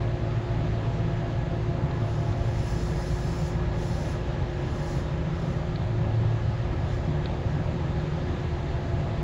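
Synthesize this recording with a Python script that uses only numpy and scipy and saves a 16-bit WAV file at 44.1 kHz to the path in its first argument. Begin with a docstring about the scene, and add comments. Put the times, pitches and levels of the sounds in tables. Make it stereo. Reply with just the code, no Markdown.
"""The body and floor of an electric commuter train boom in resonance and thump over dips as it rolls in a bend.
Wheels roar and hiss as shaped noise; flanges hiss against the outer rail in swells that also ring the wheel.
Motor shafts drone as slowly beating tones, and two gear whines close in frequency beat against each other.
The auxiliary supply hums in even harmonics beside fans and two thin whines.
Cab fittings tick now and then as short decaying bursts; all is heard at two points in the cab."""
import sys
import numpy as np
from scipy import signal
from scipy.fft import rfft, irfft, next_fast_len
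from scipy.io import wavfile
from scipy.ndimage import uniform_filter1d, map_coordinates

SR = 44100
rng = np.random.default_rng(int(sys.argv[2]) if len(sys.argv) > 2 else 0)


def wav_record(signal):
    """Record a signal, one row per channel, as 16-bit PCM in the file named by sys.argv[1]."""
    frames = np.transpose(np.atleast_2d(signal))
    bounded = np.clip(frames, -1, 1)
    # unit amplitude maps onto the largest positive 16-bit level
    quanta = np.round(bounded * 32767).astype(np.int16)
    wavfile.write(sys.argv[1], SR, quanta)


N = 407043
TIME = np.arange(N) / SR

# two listening points in the cab: [f/Hz, likeness 0-1, left lead/rad, left minus right level/dB]
PORTS = [(32, 0.95, -0.1, -2), (50, 0.92, 1, 0), (92, 0.96, -0.47, -2.5), (161, 0.87, 0.62, -5),
         (253, 0.51, 0, -1), (356, 0.86, 0.84, -1.5), (470, 0.49, 1, 1.3), (700, 0.44, 1.4, 0.7),
         (1030, 0.15, 1.75, 1), (1440, 0.41, 3.5, -1.5), (1696, 0.08, 5, 0.5), (2870, 0.39, 9.5, 3),
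         (4350, 0.1, 12, 0), (5270, 0.31, 15, -3.5), (6750, 0.3, 20, -1.5), (7900, 1, 21, 0),
         (9370, 1, 22.5, 2), (12800, .9, 28.5, -0.5), (15300, .9, 26, -0.5)]

# auxiliary supply: fundamental f/Hz, its multiples, and their levels [rms level/dB]
SUPPLY_HZ = 59.217
SUPPLY_ORDERS = (2, 6, 12, 14, 16, 18, 24, 30, 32, 60, 72)
SUPPLY_LEVELS = [-43, -41.5, -65.5, -61, -66.5, -65, -66.5, -81, -67.5, -75.5, -78]
# fans and shaking panels: [f/Hz, rms level/dB, flutter 0-1]
FAN_LINES = [(29.8, -46.5, .4), (37.7, -49, .5), (151.1, -43.5, .7), (229.4, -54.5, 1), (328.8, -56.5, 0.2),
             (546, -52.5, .9), (1370, -68.5, 0.5)]
# two thin whines: [lower f/Hz, upper f/Hz] and [t/s, lower mean level/dB, upper mean level/dB]
WHINE_HZ = (1658.1, 1687.7)
WHINE_LEVELS = [(0, -63, -63), (0.8, -60, -56), (1.6, -65, -56), (2.1, -61, -62), (2.7, -59, -55.5),
                (4.9, -56.5, -55.5), (5.25, -66, -66), (5.8, -61, -57.5), (9.23, -59.5, -58.5)]
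WHINE_WAVER_DB, WHINE_SWAY_HZ = 1.5, 2.2

# blows on cab fittings, before the tilt to the left: [t/s, crack level/dB, knock level/dB]
TICKS = [(1.911, -40.5, -48), (2.328, -42.5, -48), (5.759, -34.5, -46), (7.258, -34.3, -37)]
# ringing of the fittings: [f/Hz, width/Hz, level/dB]
FITTING_MODES = [(2600, 700, -4), (3400, 800, 0), (4250, 700, 0)]
# panel that carries them: [f/Hz, width/Hz, level/dB]
PANEL_MODES = [(1100, 400, -1), (1850, 600, 0)]

# first gearbox whine: [t/s, level/dB, left minus right level/dB]
FIRST_GEAR = [(0, -44.3, -3), (2.4, -42.7, -4), (2.7, -51, 0), (4.3, -54, 0), (4.65, -60, 0), (5.6, -50, 0),
              (7.45, -46, 1), (7.8, -58, 0), (8.3, -48, 0), (9.23, -49, 0)]
# second gearbox whine: [t/s, level/dB, left minus right level/dB]
SECOND_GEAR = [(0, -49.5, -1), (2.1, -49, -1), (2.8, -64, 0), (8.1, -62, 4), (8.8, -47, 10),
               (9.23, -45.5, 10)]
# phase lead of the left: [first gearbox/rad, second gearbox/rad]
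GEAR_LEADS = (1.75, -.3)
# mean tooth rate of the first gearbox, creeping up with speed: [t/s, f/Hz]
GEAR_PITCH = [(0, 682.3), (9.23, 685)]
# how far the second gearbox lags the first: [t/s, beat f/Hz]
GEAR_BEATS = [(0, 8.2), (1.2, 8.2), (1.45, 6.1), (2.4, 5.4), (7.5, 6), (8.7, 10)]
GEAR_IN_STEP_S = 1.118  # a moment at which the two are in step

# motor shaft, first order: [t/s, mean level/dB]
SHAFT_FIRST = [(0, -33), (1.7, -38.5), (2.15, -51), (2.7, -34), (4.4, -35.5), (6.8, -41.5), (9.23, -55)]
# motor shaft, second order: [t/s, mean level/dB]
SHAFT_SECOND = [(0, -29), (1.4, -32.5), (2.45, -29.5), (3.0, -40.5), (3.7, -34.5), (4.7, -45), (5.25, -48),
                (5.7, -35.5), (6.25, -24.5), (6.95, -33.5), (7.3, -40), (8.3, -45.5), (8.85, -35),
                (9.23, -36)]
# where each of the three orders stands: [left lead/rad, left minus right level/dB]
SHAFT_PLACES = [(-.1, -2.7), (.5, -4), (.35, -5)]
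# third order of two motors: level before beating, beat period, a moment in step, depth 0-1
THIRD_DB, BEAT_S, IN_STEP_S, BEAT_DEPTH = -38.5, 2.18, 1.24, 0.85
MOTOR_WANDER_DB = 1

# ringing of the wheel: [f/Hz, width/Hz, level/dB]
WHEEL_MODES = [(4320, 70, -4), (4730, 90, -7), (5020, 60, -3), (5137, 45, -1.5), (5237, 35, 1.5),
               (5329, 35, 0), (5473, 40, -5), (5675, 60, -2), (5866, 40, -4.5), (6105, 70, -5),
               (6355, 45, -4), (6845, 45, -1.5), (7035, 50, -7), (7280, 70, -10), (7580, 60, -12)]
# steel scraping on steel: [f/Hz, level/dB per Hz]
SCRAPE_SPECTRUM = [(2000, -25), (3500, -2), (4500, 0), (5400, 0), (6500, -1), (7500, -3), (8200, -7),
                   (9300, -13), (10300, -5), (11300, -17), (13000, -20), (15700, -20)]
# sizzle that grows with hard pressure: [f/Hz, level/dB per Hz]
SIZZLE_SPECTRUM = [(8500, -40), (10300, 0), (11500, -12), (13300, -10), (14800, 1), (15700, 4)]
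# flange leaning on the rail: [start t/s, build-up/s, hold/s, relative level/dB]
FLANGE_RUBS = [(1.8, 0.29, 0.23, -53.5), (2.195, 0.45, 0.8, -47.5), (2.6, 0.48, .4, -47),
               (3.693, 0.13, 0.29, -47.5), (4.441, 0.48, 0.045, -47.5), (5.277, .11, .14, -54),
               (6.75, 0.18, 0.019, -53)]
RELEASE_DB_PER_S, BRUSH_DB = 87.5, -78.5  # letting go; relative level in between

# wheel on rail, heard through the shell: [f/Hz, level/dB per Hz]
ROAR_SPECTRUM = [(100, -44.5), (190, 2.5), (260, 3), (300, 0), (335, 1.5), (405, -1), (428, -4), (455, -1),
                 (478, -4), (510, 0.5), (550, 1.5), (578, -1), (615, 1), (655, -3), (680, -6.5),
                 (705, -8.5), (745, -1), (815, -4), (852, 1), (900, -9), (948, -3.5), (1070, -9),
                 (1280, -6), (1500, -12.5), (2300, -32), (5000, -54.5)]
# rail hiss: [f/Hz, level/dB per Hz]
HISS_SPECTRUM = [(900, -30), (1450, -3), (1670, 3), (2000, 0), (2350, -3), (2750, -1.5), (3500, -5),
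                 (4200, -9), (6000, -17), (7100, -18.5), (8000, -25), (8800, -25.5), (9600, -33.5),
                 (15700, -55)]
# the bridge ahead throws back more hiss: [from t/s, fully by t/s, gain/dB]
BRIDGE = (7.3, 8.5, 1.1)
ROAR_DB, HISS_DB, ROLL_WANDER_DB = -35, -45.5, 0.35  # mean levels and their slow wander

# dips in the track that thump the floor: [crest t/s, peak level/dB, f/Hz]
JOLTS = [(1.06, -28, 122), (1.425, -23, 123), (1.846, -21.5, 144), (2.029, -22, 113), (2.155, -26, 84),
         (2.297, -22, 100), (2.412, -23.5, 85), (2.575, -23, 96), (3.689, -26.5, 94), (4.428, -22.5, 127),
         (6.015, -23.5, 150), (6.157, -25, 126), (6.82, -27, 107), (6.935, -26, 92), (7.089, -21.5, 150.8),
         (7.469, -24.5, 114), (7.669, -26, 132), (8.944, -25.5, 119)]
JOLT_RISE_S, JOLT_SINK_DB = 0.01993, -6.5  # rise; the body's share an octave below

# low resonances of the car body: [f/Hz, width/Hz, level/dB]
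BODY_MODES = [(38.5, 9, -4), (75, 18, 3), (99, 16, 0.5)]
# resonances of the floor: [f/Hz, width/Hz, level/dB]
FLOOR_MODES = [(126, 3.8, 0), (144.9, 9.6, 0.5), (180, 33, -13)]
# track roughness felt in the car body: [t/s, rumble level/dB]
RUMBLE = [(0, -37), (1.95, -36.5), (2.2, -33), (2.7, -34), (6.2, -34), (6.8, -32), (9.23, -31.5)]
BOOM_DB = -33  # floor level
JOSTLE_DB, JOSTLE_RATE = 1.8, 16  # random surges: scale in dB, knots a second

TOP_HZ, EASE_IN_S = 15750, .006


def amp(db):
    """Level law: decibels to amplitude ratio."""
    return 10 ** (np.asarray(db) / 20)


def unit(x):
    """Normalisation: x at rms 1."""
    return x / np.sqrt(np.mean(np.abs(x) ** 2) + 1e-20)


def along(points, hz):
    """Interpolation on a log-frequency axis: each column after the frequency."""
    f, *columns = np.transpose(points)
    return np.array([np.interp(np.log(hz + 1), np.log(f), c) for c in columns])


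def curves(rows):
    """Linear interpolation in time: each column after the time, sample by sample."""
    s, *columns = np.transpose(rows)
    return np.array([np.interp(TIME, s, c) for c in columns])


def wobble(rate):
    """Slow random modulation: a smooth curve through random knots, rate knots a second."""
    coarse = TIME[::64]
    knots = rng.standard_normal(512)
    return np.interp(TIME, coarse, map_coordinates(knots, [coarse * rate], mode="wrap"))


def filtered(x, response):
    """Linear filtering: the spectrum of x times a response of frequency."""
    m = next_fast_len(N + SR // 4)
    return irfft(rfft(x, m) * response(np.fft.rfftfreq(m, 1 / SR)), m)[..., :N]


def slope(points):
    """Spectral envelope: the response of a smooth (f/Hz, level/dB) spectrum."""
    return lambda f: amp(along(points, f)[0])


def resonances(modes):
    """Modal superposition: damped resonances of alternating sign."""
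    def response(f):
        total = 0
        for k, (centre, width, db) in enumerate(modes):
            mode = 1j * f * width / (centre ** 2 - f ** 2 + 1j * f * width)
            total = total + (-1) ** k * amp(db) * mode
        return total
    return response


def standing_waves(f, depth_db, spacing_hz):
    """Dense cab modes: each listening point has its own fine peaks and notches."""
    grid = np.linspace(0, SR / 2, int(SR / 2 / spacing_hz))
    rows = rng.standard_normal((2, len(grid)))
    return amp(depth_db * np.array([np.interp(f, grid, row) for row in rows]))


def cab_noise(response):
    """Spatial coherence: coloured noise of rms 1 whose likeness at two points depends on frequency."""
    m = next_fast_len(N)
    f = np.fft.rfftfreq(m, 1 / SR)
    alike, lead, balance_db = along(PORTS, f)
    alike = np.clip(alike, 0, 1)
    shared, private = rfft(rng.standard_normal((2, m)))
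    right = alike * shared * np.exp(-1j * lead) + np.sqrt(1 - alike ** 2) * private
    ports = np.array([shared * amp(balance_db / 2), right * amp(-balance_db / 2)])
    return unit(irfft(ports * response(f), m)[:, :N])


def patchy(x, depth_db, across_hz, seconds):
    """Random modulation in time and frequency: patches of gain come and go; rms 1."""
    hz, t, z = signal.stft(x, SR, nperseg=512)
    knots = rng.standard_normal((int(SR / 2 / across_hz) + 2, int(t[-1] / seconds) + 2))
    places = np.meshgrid(hz / across_hz, t / seconds, indexing="ij")
    gain_db = depth_db * unit(map_coordinates(knots, places, order=1))
    return unit(signal.istft(z * amp(gain_db), SR, nperseg=512)[1][:, :N])


def steady(x, seconds=0.28):
    """Power levelling: x with its slow swells evened out, at rms 1."""
    power = uniform_filter1d(np.mean(x ** 2, axis=0), int(seconds * SR))
    return unit(x / np.sqrt(np.abs(power) + 1e-9))


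def tone(hz, flutter, flutter_rate, drift_hz, place=None, ahead=0):
    """Multipath scattering: a machine line of rms 1, fluttering differently at each point in the shaking car."""
    alike, *usual = along(PORTS, np.mean(hz))
    lead, balance_db = usual if place is None else place
    alike = np.clip(alike, 0, 1)

    def scatter():
        return wobble(flutter_rate) + 1j * wobble(flutter_rate)

    shared = scatter()
    right = alike * shared + np.sqrt(1 - alike ** 2) * scatter()
    paths = 1 + flutter * np.array([shared, right])
    side = np.array([[.5], [-.5]])
    ports = amp(side * balance_db) * np.exp(1j * side * lead)
    phase = ahead + 2 * np.pi * np.cumsum(hz + drift_hz * wobble(0.97)) / SR
    return unit((paths * ports * np.exp(1j * phase)).real)


def machinery():
    """Harmonic series: the supply hums in even multiples, fans drone, and two thin whines waver."""
    supply = sum(amp(db) * tone(order * SUPPLY_HZ, flutter=.15, flutter_rate=6, drift_hz=.1)
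                 for order, db in zip(SUPPLY_ORDERS, SUPPLY_LEVELS))
    fans = sum(amp(db) * tone(hz, flutter, flutter_rate=6, drift_hz=.15)
               for hz, db, flutter in FAN_LINES)
    whines = 0
    for hz, db in zip(WHINE_HZ, curves(WHINE_LEVELS)):
        gain = amp(db + WHINE_WAVER_DB * wobble(12))
        swaying_hz = hz + WHINE_SWAY_HZ * wobble(14)
        whines = whines + gain * tone(swaying_hz, flutter=.65, flutter_rate=26, drift_hz=1.5)
    return supply + fans + whines


def fittings():
    """Impulse response: loose fittings on the left crack and knock their panel, with exponential decay."""
    def blow(s):
        t = np.abs(TIME - s)
        # a fast 60 dB decay in 16 ms over a fainter one in 80 ms
        decay = amp(-60 * t / .016) + amp(-18 - 60 * t / .08)
        return decay * (TIME >= s)

    cracks = sum(amp(db) * blow(s) for s, db, _ in TICKS) * cab_noise(resonances(FITTING_MODES))
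    knocks = sum(amp(db) * blow(s) for s, _, db in TICKS) * cab_noise(resonances(PANEL_MODES))
    to_left = amp([[1.5], [-1.5]])
    return filtered((cracks + knocks) * to_left, lambda f: 1 / (1 + (f / 5000) ** 14))


def gear():
    """Interference: a second, slightly lower gear whine beats with the first, pulsing from side to side."""
    def whine(hz, place, ahead):
        return tone(hz, flutter=.14, flutter_rate=20, drift_hz=0, place=place, ahead=ahead)

    first_db, first_balance_db = curves(FIRST_GEAR)
    second_db, second_balance_db = curves(SECOND_GEAR)
    hz = curves(GEAR_PITCH)[0] + .3 * wobble(2)
    beats = curves(GEAR_BEATS)[0]
    # start the second whine ahead by the phase it loses before the moment in step
    in_step = 2 * np.pi * np.interp(GEAR_IN_STEP_S, TIME, np.cumsum(beats) / SR)
    first = whine(hz, (GEAR_LEADS[0], first_balance_db), 0)
    second = whine(hz - beats, (GEAR_LEADS[1], second_balance_db), in_step)
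    return amp(first_db) * first + amp(second_db) * second


def motor(shaft_hz=55.32):
    """Shaft orders: motors drone at three multiples of rotation; two slipping in phase make the third beat."""
    beat_power = 1 + BEAT_DEPTH * np.cos(2 * np.pi * (TIME - IN_STEP_S) / BEAT_S)
    third_db = THIRD_DB + 10 * np.log10(beat_power)
    levels_db = curves(SHAFT_FIRST)[0], curves(SHAFT_SECOND)[0], third_db
    drone = 0
    for order, (db, place) in enumerate(zip(levels_db, SHAFT_PLACES), 1):
        gain = amp(db + MOTOR_WANDER_DB * wobble(3.02))
        drone = drone + gain * tone(order * shaft_hz, flutter=.3, flutter_rate=14, drift_hz=.2, place=place)
    return drone


def flange_grip():
    """Contact pressure as relative level/dB: each rub builds linearly in amplitude, holds, then decays."""
    rubs = []
    for start, build, hold, db in FLANGE_RUBS:
        rise = np.clip((TIME - start) / build, 0, 1)
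        since_release = np.maximum(TIME - start - build - hold, 0)
        rubs.append(rise * amp(db - RELEASE_DB_PER_S * since_release))
    return 20 * np.log10(np.maximum(np.max(rubs, axis=0), amp(BRUSH_DB)))


def flange(ring_db=-2, scrape_db=-1, level_db=-3, bite=0.7, sizzle_db=-12):
    """Stick-slip friction: the flange rings the wheel and, pressed harder, scrapes brighter."""
    grip_db = flange_grip()
    ring = cab_noise(lambda f: resonances(WHEEL_MODES)(f) * standing_waves(f, depth_db=2.5, spacing_hz=12))
    ring = patchy(ring, depth_db=2.6, across_hz=100, seconds=.04)
    scrape = cab_noise(lambda f: slope(SCRAPE_SPECTRUM)(f) * standing_waves(f, depth_db=2.5, spacing_hz=25))
    scrape = patchy(scrape, depth_db=2.4, across_hz=160, seconds=.04)
    sizzle = patchy(cab_noise(slope(SIZZLE_SPECTRUM)), depth_db=2, across_hz=300, seconds=.05)
    brightness_db = bite * (grip_db - grip_db.max())
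    ringing = amp(ring_db) * ring
    scraping = amp(scrape_db + brightness_db) * scrape
    sizzling = amp(sizzle_db + 2 * brightness_db) * sizzle
    return amp(grip_db + level_db + 0.37 * wobble(22)) * (ringing + scraping + sizzling)


def rolling():
    """Roughness excitation: wheels roar and hiss on the rail head; reflection at the bridge adds hiss."""
    roar = patchy(cab_noise(slope(ROAR_SPECTRUM)), depth_db=1.7, across_hz=90, seconds=.05)
    hiss = cab_noise(lambda f: slope(HISS_SPECTRUM)(f) * standing_waves(f, depth_db=1, spacing_hz=14))
    hiss = patchy(hiss, depth_db=.85, across_hz=600, seconds=.045)
    near_s, full_s, echo_db = BRIDGE
    hiss_db = HISS_DB + np.interp(TIME, (near_s, full_s), (0, echo_db))
    roar_gain = amp(ROAR_DB + ROLL_WANDER_DB * wobble(1.63))
    hiss_gain = amp(hiss_db + ROLL_WANDER_DB * wobble(1.6))
    return roar_gain * roar + hiss_gain * hiss


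def jolts():
    """Transient response: dips thump the sprung floor in short swells; the body sinks an octave below."""
    out = np.zeros((2, N + SR))
    t = np.arange(SR // 4) / SR
    swell = (t / JOLT_RISE_S * np.exp(1 - t / JOLT_RISE_S)) ** 2  # crest of 1 at the rise time
    for s, db, pitch in JOLTS:
        first = round((s - JOLT_RISE_S) * SR)
        for hz, part_db in (pitch, 0), (pitch / 2, JOLT_SINK_DB):
            _, lead, balance_db = along(PORTS, hz)
            balance = amp([[balance_db / 2], [-balance_db / 2]])
            ports = balance * np.sin(2 * np.pi * hz * t - np.array([[0], [lead]]))
            out[:, first:first + len(t)] += amp(db + part_db) * swell * ports
    return out[:, :N]


def car_body(low_hz=27, body_top_hz=118, floor_top_hz=200):
    """Forced resonance: track roughness shakes body and floor, each surging by itself as the car lurches."""
    def lurch():
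        return amp(JOSTLE_DB * wobble(JOSTLE_RATE))

    def body_response(f):
        high_pass = 1 - 1 / (1 + (f / low_hz) ** 8)
        return resonances(BODY_MODES)(f) * high_pass / (1 + (f / body_top_hz) ** 8)

    def floor_response(f):
        return resonances(FLOOR_MODES)(f) / (1 + (f / floor_top_hz) ** 8)

    body = steady(lurch() * cab_noise(body_response))
    floor = steady(lurch() * cab_noise(floor_response))
    return amp(curves(RUMBLE)[0]) * body + amp(BOOM_DB) * floor


def scene():
    """Superposition: everything that reaches the front of the car."""
    background = machinery() + fittings()
    drive = gear() + motor()
    track = flange() + rolling()
    return background + drive + track + jolts() + car_body()


def record(dry):
    """Band limitation: the sound eases in and keeps nothing from TOP_HZ upward."""
    return filtered(dry * np.minimum(TIME / EASE_IN_S, 1), lambda f: f < TOP_HZ)


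dry = scene()
out = record(dry)
wav_record(out)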